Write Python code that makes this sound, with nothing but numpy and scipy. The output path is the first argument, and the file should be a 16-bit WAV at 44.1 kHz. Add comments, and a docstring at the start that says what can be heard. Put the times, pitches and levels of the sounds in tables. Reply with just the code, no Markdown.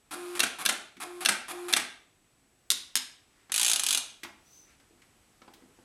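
"""Toy typewriter printing four letters

On a table in a small room, a stepper motor spins the rattling type wheel, humming on the longer turns, and a
hammer snaps against it and falls back. The roller knob clicks twice, the carriage is pushed over its ratchet
and let go, and hands brush back with a faint squeak and settle softly on the keys, over hiss and a thin whine.
Knocks are short bursts of coloured noise, most with ringing modes; the room answers with fading noise."""
import sys
import numpy as np
from scipy import signal
from scipy.fft import rfft, irfft, next_fast_len
from scipy.io import wavfile
from scipy.ndimage import uniform_filter1d, map_coordinates

SR = 44100
rng = np.random.default_rng(int(sys.argv[2]) if len(sys.argv) > 2 else 0)


def output_pcm(signal):
    """Save a mono or channel-first signal as 16-bit PCM at the path in sys.argv[1].

    Samples are clipped to [-1, 1] before scaling.
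    """
    pcm = np.clip(np.atleast_2d(signal).T, -1, 1) * 32767
    wavfile.write(sys.argv[1], SR, np.round(pcm).astype(np.int16))


N = 257544  # length of the scene in samples

STEP_HZ = 353.5  # motor steps per second at full speed
# The wheel speeds up, brakes, and starts braking this long before the hammer launches.
SPIN_UP_S, BRAKE_S, BRAKE_LEAD_S = .039, .034, .0425
START_DB, BRAKE_DB = -39, -36.5  # rattle at half speed on the way up, and as braking begins
# The printed letters. Each row: wheel start in seconds, hammer launch in seconds, blow in dB,
# fall-back in dB, rattle of the running wheel in dB, motor hum in dB.
LETTERS = [(.1093, 0.3941, -7.5, -21, -50, -40), (.586, 0.652, -9, -20, -47, -45),
           (1.0012, 1.2498, -8.5, -17.5, -57, -43.5), (1.482, 1.7266, -8.5, -20, -52.5, -39.5)]
# Colour of the wheel's rattle. Each row: frequency in Hz, relative level in dB per Hz.
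WHEEL_COLOUR = [(88, -54.5), (150, -19.5), (321, -3), (484, -18.5), (745, -6), (888, -4.5), (1260, 0.5),
                (2060, -9), (2450, -2.5), (2870, -11), (3420, -7.5), (6140, -15), (10400, -6.5),
                (13200, -19), (16000, -45)]
# Resonances that lift the rattle. Each row: frequency in Hz, width in Hz, lift in dB.
WHEEL_MODES = [(784, 30, 8.5), (1270, 110, 0), (2590, 67, 2)]


def wheel_rattle(ramp_depth=0.34, run_depth=0.44, slow_hz=130, swell_db=4):
    """Each motor step shakes the loose type wheel, hardest while it speeds up and brakes."""
    t, shake = np.arange(N) / SR, np.zeros(N)
    for start, launch, _, _, run_db, _ in LETTERS:
        brake = launch - BRAKE_LEAD_S
        reached = min((brake - start) / SPIN_UP_S, 1)  # a short turn never gets to full speed
        speeding_up = (t - start) / SPIN_UP_S
        braking = reached - (t - brake) / BRAKE_S
        speed = np.clip(np.minimum(speeding_up, braking), 0, 1)
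        steps = np.cumsum(slow_hz + (STEP_HZ - slow_hz) * speed) / SR
        start_level = amp(START_DB + swell_db * (speed - .5))
        brake_level = amp(BRAKE_DB + swell_db * (speed - reached))
        stages = [speed == 0, t > brake, speed < 1]
        level = np.select(stages, [0, brake_level, start_level], amp(run_db))
        ramp_pulse = 1 + ramp_depth * np.cos(2 * np.pi * steps)
        run_pulse = 1 + run_depth * np.cos(np.pi * steps)  # every second step knocks harder
        shake += level * np.where(speed < 1, ramp_pulse, run_pulse)

    def resonance(f):
        return amp(sum(db / (1 + (2 * (f - hz) / width) ** 2) for hz, width, db in WHEEL_MODES))

    rattle = unit(filtered(noise(WHEEL_COLOUR, N), resonance))
    return in_room(shake * rattle, wet_db=-5)[:N]


HUM_SWELL_S, HUM_FADE_DB_PER_S = 0.048, 170.5  # the hum builds up in the case and rings out
# The first four multiples of the step rate. 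Each entry: relative level in dB.
HARMONICS = [0, -22.5, -19, -24]


def motor_hum(onset_s=.026, waver_db=2):
    """The stepper sings at its full step rate, swelling until it brakes; a very short turn has no hum."""
    t, hum = np.arange(N) / SR, np.zeros(N)
    for start, launch, *_, db in LETTERS:
        brake = launch - BRAKE_LEAD_S
        driven = np.maximum(np.minimum(t, brake) - start - onset_s, 0)  # stays 0 if it brakes before the onset
        fade_db = HUM_FADE_DB_PER_S * np.maximum(t - brake, 0)
        hum += (1 - np.exp(-driven / HUM_SWELL_S)) * amp(db - fade_db)
    tone = np.zeros(N)
    for k, db in enumerate(HARMONICS, 1):
        # a smooth random curve; higher harmonics waver more, the first not at all
        waver = map_coordinates(rng.standard_normal(N // 2000 + 4), [np.arange(N) / 2000])
        wave = np.sin(2 * np.pi * (k * STEP_HZ * t + rng.random()))
        tone += amp(db + waver_db * np.log(k) * waver) * wave
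    return hum * unit(tone)


LAUNCH_DB = -11.5  # hammer launch, relative to the blow
# Colour of the hammer's launch. Each row: frequency in Hz, relative level in dB per Hz.
LAUNCH_COLOUR = [(180, -42.5), (300, -15), (842, -15.5), (1390, -3.5), (2840, -8), (3760, 0), (5340, -12),
                 (6410, -6), (7200, -21.5), (7950, -6), (10900, -5), (16000, -38)]
# Colour of the strike. Each row: frequency in Hz, relative level in dB per Hz.
STRIKE_COLOUR = [(88, -51.5), (150, -29.5), (303, -16), (1190, -23.5), (1630, -7.5), (2450, -13),
                 (2810, -0.5), (3100, -17.5), (3490, 3.5), (4760, -12), (5790, -4), (7040, -13.5),
                 (10800, -11.5), (16000, -39.5)]
# Colour of the fall-back. Each row: frequency in Hz, relative level in dB per Hz.
FALL_COLOUR = [(71, -55.5), (120, -27.5), (236, -12.5), (385, -6.5), (483, -22), (698, -8), (1030, -10.5),
               (1550, 0.5), (1830, -4), (2640, -4), (4500, -6.5), (4980, -9.5), (9590, -6), (12300, -14.5),
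               (16000, -46)]
# Ringing of the print head. Each row: frequency in Hz, width in Hz, relative level in dB.
HEAD_MODES = [(664, 42, -13.5), (1390, 99, -6.5), (1600, 67, 0.5), (1760, 74, -4.5), (2310, 76, -5),
              (2730, 100, 2.5), (3485, 140, 2), (4340, 83, -1), (5160, 110, -6.5), (6100, 150, -5.5),
              (9100, 160, -11.5), (9750, 220, -10)]
# Ringing of the hollow plastic case on the table, also used by the roller, carriage and touches.
# Each row: frequency in Hz, width in Hz, relative level in dB.
CASE_MODES = [(84, 5.8, -16), (180, 45, -11.5), (207, 9.8, -5.5), (257, 15, 1), (341, 14, -2.5),
              (410, 35, -6.5)]


def hammer(flight_s=.0098, return_s=.0372, bounce_s=.0042, settle_s=.034):
    """The hammer kicks off, drives a letter into the roller, then falls back, bounces and settles."""
    out = np.zeros(N)
    for _, s, strike_db, fall_db, _, _ in LETTERS:
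        kick = click(LAUNCH_COLOUR, attack=0.0004, t60=0.027, shiver_db=-15, shiver_t60=0.054)
        # it meets the letter's spoke just before the roller
        spoke = click(LAUNCH_COLOUR, attack=0.00031, t60=0.028, shiver_db=-21.5, shiver_t60=.04)
        add(kick, flight_s * .8, amp(1.0) * spoke)
        add(out, s, amp(strike_db + LAUNCH_DB) * in_room(kick, wet_db=-6.5))

        blow = click(STRIKE_COLOUR, attack=0.00051, t60=0.0081, shiver_db=-17, shiver_t60=0.052)
        blow += amp(-6) * ring(HEAD_MODES) + amp(-32.0) * ring(CASE_MODES)
        add(blow, 0, amp(-7.5) * crack())
        add(out, s + flight_s, amp(strike_db) * in_room(blow, wet_db=-10.5))

        for delay, db in [(0, 0), (bounce_s, 0), (settle_s, -12)]:
            knock = click(FALL_COLOUR, attack=0.0006, t60=.03, shiver_db=-11, shiver_t60=0.09)
            knock += amp(-9.5) * ring(HEAD_MODES) + amp(-25.5) * ring(CASE_MODES)
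            add(out, s + return_s + delay, amp(fall_db + db) * in_room(knock, wet_db=-6))
    return out


REBOUND_SHRINK, REBOUND_DB = .68, -6.5  # second flight over the first; both rebounds relative to the snap
# Clicks of the knob. Each row: time in seconds, level in dB, delay of the first rebound in seconds.
DETENTS = [(2.7032, -11.5, .009), (2.9546, -12, .0105)]
# Colour of a detent snap. Each row: frequency in Hz, relative level in dB per Hz.
DETENT_COLOUR = [(100, -54), (240, -53), (480, -31), (850, -22.5), (1500, -12), (2400, -11), (3000, -5),
                 (3920, -0.5), (4500, -5.5), (5050, -1), (6000, -11), (6900, -7), (10000, -5.5),
                 (12800, -15), (16000, -33)]
# Ringing of the roller and knob. Each row: frequency in Hz, width in Hz, relative level in dB.
ROLLER_MODES = [(1060, 37, -22), (1482, 85, -13), (2040, 63, -3), (2930, 110, -4), (3730, 160, -22),
                (3950, 120, 0), (5040, 150, -1), (6550, 120, 20), (9800, 340, -12.5), (12000, 240, -3)]


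def roller():
    """The knob's spring detent snaps into a notch and rebounds twice."""
    out = np.zeros(N)
    for s, db, flight in DETENTS:
        second = flight * (1 + REBOUND_SHRINK)
        for delay, loss_db in [(0, 0), (flight, REBOUND_DB), (second, REBOUND_DB)]:
            snap = click(DETENT_COLOUR, attack=0.00022, t60=0.015, shiver_db=-19.5, shiver_t60=0.1)
            snap += amp(-9.5) * ring(ROLLER_MODES) + amp(-37.0) * ring(CASE_MODES)
            add(snap, 0, amp(-4) * crack())
            add(out, s + delay, amp(db + loss_db) * in_room(snap, wet_db=-7.5))
    return out


# Colour of a ratchet tooth. Each row: frequency in Hz, relative level in dB per Hz.
RATCHET_COLOUR = [(88, -68.5), (150, -31), (201, -52), (484, -21.5), (805, -12.5), (1190, -13),
                  (1530, -7.5), (2020, -11.5), (2400, -5.5), (3490, 1), (5150, -5.5), (6640, -1.5),
                  (10400, -1.5), (13700, -17.5), (16000, -35.5)]
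# Ringing of the pawl, the catch that drops over the teeth.
# Each row: frequency in Hz, width in Hz, relative level in dB.
PAWL_MODES = [(1510, 48, -34), (2420, 71, 2), (2860, 46, 2), (3320, 80, -8.5), (3600, 140, -11),
              (4600, 100, -8), (6410, 55, 9.5), (6950, 220, -20), (8800, 63, 6), (8600, 87, -8),
              (10100, 54, 4.5), (10900, 65, -13)]


def carriage(rebound_s=0.005, rebound_db=-10):
    """The pawl drops over one ratchet tooth after another and chatters after each."""
    out = np.zeros(N)
    for s, db in teeth():
        tooth = click(RATCHET_COLOUR, attack=0.00079, t60=0.015, shiver_db=-22.5, shiver_t60=0.05)
        tooth += amp(-10.5) * ring(PAWL_MODES) + amp(-42.5) * ring(CASE_MODES)
        chatter = click(RATCHET_COLOUR, attack=0.00044, t60=0.021, shiver_db=-15.5, shiver_t60=0.062)
        add(tooth, rebound_s * rng.uniform(0.74, 1.3), amp(rebound_db) * chatter)
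        add(out, s, amp(db) * in_room(tooth, wet_db=-6.0))
    return out


TOOTH_DB, BRISK_TEETH_PER_S, DB_PER_DOUBLING = -13, 49, 2.04  # a tooth at a brisk pace; faster is louder
GRIP_DB, GRIP_S = -2.5, .07  # the hand bears down gradually, so the first teeth are softer
# Speed of the carriage, which drags halfway through the push.
# Each row: time in seconds, speed in teeth per second.
PUSH = [(3.5194, 38.0), (3.5382, 51.6), (3.6418, 61.4), (3.7336, 55.0), (3.7482, 30.3), (3.8297, 23.9),
        (3.8772, 47.5), (3.9477, 50.3), (3.98, 19.1)]


def teeth():
    """Time and level of each ratchet tooth, from the carriage's travel and speed."""
    knots, rates = np.transpose(PUSH)
    t = np.arange(knots[0], knots[-1], 1 / SR)
    travel = np.cumsum(np.interp(t, knots, rates)) / SR  # in teeth
    s = np.interp(np.arange(np.ceil(travel[-1])), travel, t)
    speed_db = DB_PER_DOUBLING * np.log2(np.interp(s, knots, rates) / BRISK_TEETH_PER_S)
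    grip_db = GRIP_DB * np.exp(-(s - s[0]) / GRIP_S)
    return zip(s, TOOTH_DB + speed_db + grip_db)


# The released carriage knocks in its slack, then rocks back, weaker and duller.
LET_GO_S, LET_GO_DB, LET_GO_HZ, LET_GO_THUD_DB = 4.2322, -32, 2700, -43.5
ROCK_BACK_S, ROCK_BACK_DB, ROCK_BACK_DULLING = 0.014, -5, 0.49  # dulling multiplies the centre frequency
# Fingers touching keys and carriage.
# Each row: time in seconds, tap in dB, centre of the tap in Hz, thud of the case in dB.
TOUCHES = [(0.967, -48, 2310, -46), (3.4959, -44.5, 1600, -56), (4.798, -55.5, 2300, -74),
           (4.908, -69, 604, -56), (5.018, -52, 2245, -72), (5.417, -47.5, 1295, -56),
           (5.477, -48, 990, -53), (5.536, -48, 3990, -64), (5.622, -55, 400, -51),
           (5.787, -54.5, 700, -59.5)]
# Hands and sleeves brushing the toy.
# Each row: middle in seconds, length in seconds, level in dB, centre in Hz.
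BRUSHES = [(3.401, 0.34, -68.5, 2000), (4.559, 0.42, -65, 6000), (4.71, .2, -65, 2370),
           (5.622, .6, -68.5, 450)]


def hands():
    """Fingers touch the toy, brush over it, and let go of the carriage, which rocks once."""
    out = np.zeros(N)
    for s, db, hz, thud_db in TOUCHES:
        add(out, s, touch(db, hz, thud_db))
    add(out, LET_GO_S, touch(LET_GO_DB, LET_GO_HZ, LET_GO_THUD_DB))
    rock_back = touch(LET_GO_DB, LET_GO_HZ * ROCK_BACK_DULLING, LET_GO_THUD_DB)
    add(out, LET_GO_S + ROCK_BACK_S, amp(ROCK_BACK_DB) * rock_back)
    for s, length, db, hz in BRUSHES:
        stroke = arch(length)
        rustle = noise(soft_colour(hz, skirt_db=-18, edge_db=-34), len(stroke))
        add(out, s - length / 2, amp(db) * stroke ** 2 * rustle)
    return out


def touch(db, hz, thud_db):
    """A soft tap of noise centred on hz, and a thud of the hollow case."""
    tap = amp(db) * click(soft_colour(hz), attack=0.0021, t60=0.036, shiver_db=-12.5, shiver_t60=0.2)
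    return in_room(tap + amp(thud_db) * ring(CASE_MODES), wet_db=-8.5)


def soft_colour(hz, body_db=-9, skirt_db=-17, edge_db=-30):
    """The broad spectrum of a soft contact centred on hz."""
    low = [(hz / 16, edge_db), (hz / 3, body_db), (hz, 0)]
    high = [(hz * 1.13, -4), (hz * 4.9, skirt_db), (hz * 6, edge_db), (hz * 20, -60)]
    return low + high


SQUEAK_S, SQUEAK_LENGTH_S, SQUEAK_DB = 4.565, 0.33, -59.5  # middle, length and level, as the hands move back
SQUEAK_HZ, SQUEAK_RISE_HZ = 5560, 570  # its pitch at the ends, and the rise in the middle


def squeak(jitter_hz=110, octave_db=-19, flutter_db=3):
    """A thin unsteady squeak that is highest and loudest in the middle of its stroke."""
    out, stroke = np.zeros(N), arch(SQUEAK_LENGTH_S)
    jitter = unit(uniform_filter1d(rng.standard_normal(len(stroke)), size=90))
    flutter = unit(uniform_filter1d(rng.standard_normal(len(stroke)), size=500))
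    pitch = SQUEAK_HZ + SQUEAK_RISE_HZ * stroke + jitter_hz * jitter
    phase = 2 * np.pi * np.cumsum(pitch) / SR
    tone = np.sin(phase) + amp(octave_db) * np.sin(2 * phase)
    tone = unit(tone * amp(flutter_db * flutter))
    sound = in_room(amp(SQUEAK_DB) * stroke ** 3 * tone, wet_db=-3)
    add(out, SQUEAK_S - SQUEAK_LENGTH_S / 2, sound)
    return out


# Colour of the room tone. Each row: frequency in Hz, relative level in dB per Hz.
AIR_COLOUR = [(15, -34.5), (25, -4.5), (108, -4.5), (205, -7.5), (275, -5.5), (610, -14), (755, -11.5),
              (959, -15.5), (1100, -14.5), (1920, -16.5), (2500, -16.5), (4260, -21), (7650, -20.5),
              (8290, -19.5), (14500, -28.5)]
# Loudness of the room tone. Each row: time in seconds, level in dB.
AIR_LEVEL = [(0, -67.5), (2.5, -68), (4.4, -65.5), (5.84, -63.5)]


def room_tone(whine_hz=7881, whine_db=-76, hiss_top_hz=14000):
    """Quiet air and hiss with a thin electrical whine."""
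    t = np.arange(N) / SR
    air = filtered(noise(AIR_COLOUR, N), lambda hz: 1 / (1 + (hz / hiss_top_hz) ** 20))
    air_level = amp(np.interp(t, *np.transpose(AIR_LEVEL)))
    drift = np.cumsum(rng.standard_normal(N)) * 0.0097  # the whine's phase wanders
    whine = np.sin(2 * np.pi * whine_hz * t + drift)
    return air_level * air + amp(whine_db) * whine


# How long the room rings. Each row: frequency in Hz, seconds to fade by 60 dB.
ROOM_FADE = [(150, 0.33), (400, .5), (1040, 0.47), (2760, 0.5), (7280, 0.39), (11500, .34), (15000, 0.099)]
# Colour of the reflections. Each row: frequency in Hz, relative level in dB.
WALLS = [(150, 3), (480, 3.5), (720, 5), (1100, 0), (2000, 0), (3500, -2.5), (5500, -2), (11500, -5),
         (15000, 0.5)]


def in_room(x, wet_db):
    """A sound followed by the room's answer, each frequency dying at its own speed."""
    hz, t, z = signal.stft(rng.standard_normal(SR * 3 // 5), SR, nperseg=256)
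    fade_db = along(WALLS, hz)[:, None] - 60 * t / along(ROOM_FADE, hz)[:, None]
    tail = signal.istft(z * amp(fade_db), SR, nperseg=256)[1]
    tail = tail * (1 - np.exp(-np.arange(len(tail)) / SR / 0.0013))  # reflections take a moment to build
    response = amp(wet_db) * tail / np.linalg.norm(tail)
    response[0] = 1  # the direct sound
    return signal.fftconvolve(x, response)


def click(spectrum, attack, t60, shiver_db, shiver_t60):
    """A plastic contact: a short crack, then the weaker shiver of many close modes (times in seconds)."""
    t = np.arange(SR // 5) / SR
    fade = amp(-60 * t / t60) + amp(shiver_db - 60 * t / shiver_t60)
    return noise(spectrum, len(t)) * fade * (1 - np.exp(-t / attack))


def ring(modes):
    """Damped modes, struck at slightly new strengths each time; wider modes die sooner."""
    t = np.arange(SR // 5) / SR
    hz, width, db = np.transpose(modes)[:, :, None]
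    sizes = amp(db + rng.normal(0, 1.5, db.shape)) / np.linalg.norm(amp(db))
    waves = np.exp(-np.pi * width * t) * np.sin(2 * np.pi * (hz * t + rng.random(hz.shape)))
    return np.sum(sizes * waves, 0) * (1 - np.exp(-t / .0004))


# Colour of the first instant of a hard contact. Each row: frequency in Hz, relative level in dB per Hz.
EDGE_COLOUR = [(300, -41.5), (2500, -11.5), (6000, 2.5), (12500, -2.5), (16000, -15.5)]


def crack(t60=0.0037):
    """The bright, very brief edge of a hard blow."""
    t = np.arange(SR // 50) / SR
    return noise(EDGE_COLOUR, len(t)) * amp(-60 * t / t60) * (1 - np.exp(-t / 0.00018))


def arch(length):
    """A stroke that rises and falls again, 0 to 1 to 0, over a length in seconds."""
    return np.sin(np.linspace(0, np.pi, round(length * SR)))


def amp(db):
    """Decibels to gain."""
    return 10 ** (np.asarray(db) / 20)


def unit(x):
    """Scale to rms 1."""
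    return x / np.sqrt(np.mean(x ** 2) + 1e-20)


def along(points, hz):
    """Read (Hz, value) points on a log axis."""
    f, v = np.transpose(points)
    return np.interp(np.log(hz + 1), np.log(f + 1), v)


def filtered(x, response):
    """Shape x by a gain that depends on frequency."""
    m = next_fast_len(len(x) + 8192)
    return irfft(rfft(x, m) * response(np.fft.rfftfreq(m, 1 / SR)), m)[:len(x)]


def noise(spectrum, size):
    """Coloured noise of rms 1."""
    return unit(filtered(rng.standard_normal(size), lambda hz: amp(along(spectrum, hz))))


def add(track, s, sound):
    """Mix a sound into the track at s seconds."""
    part = track[round(s * SR):][:len(sound)]
    part += sound[:len(part)]


def scene(bass_hz=110):
    """The toy and the room tone in one channel; the small case radiates little bass."""
    toy = wheel_rattle() + motor_hum() + hammer() + roller() + carriage() + hands() + squeak()
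    toy = signal.sosfilt(signal.butter(2, bass_hz, "highpass", fs=SR, output="sos"), toy)
    return (toy + room_tone())[None]


def record(dry, top_hz=16300):
    """Nothing is kept above the band limit."""
    return np.array([filtered(x, lambda hz: hz < top_hz) for x in dry])


dry = scene()
out = record(dry)
output_pcm(out)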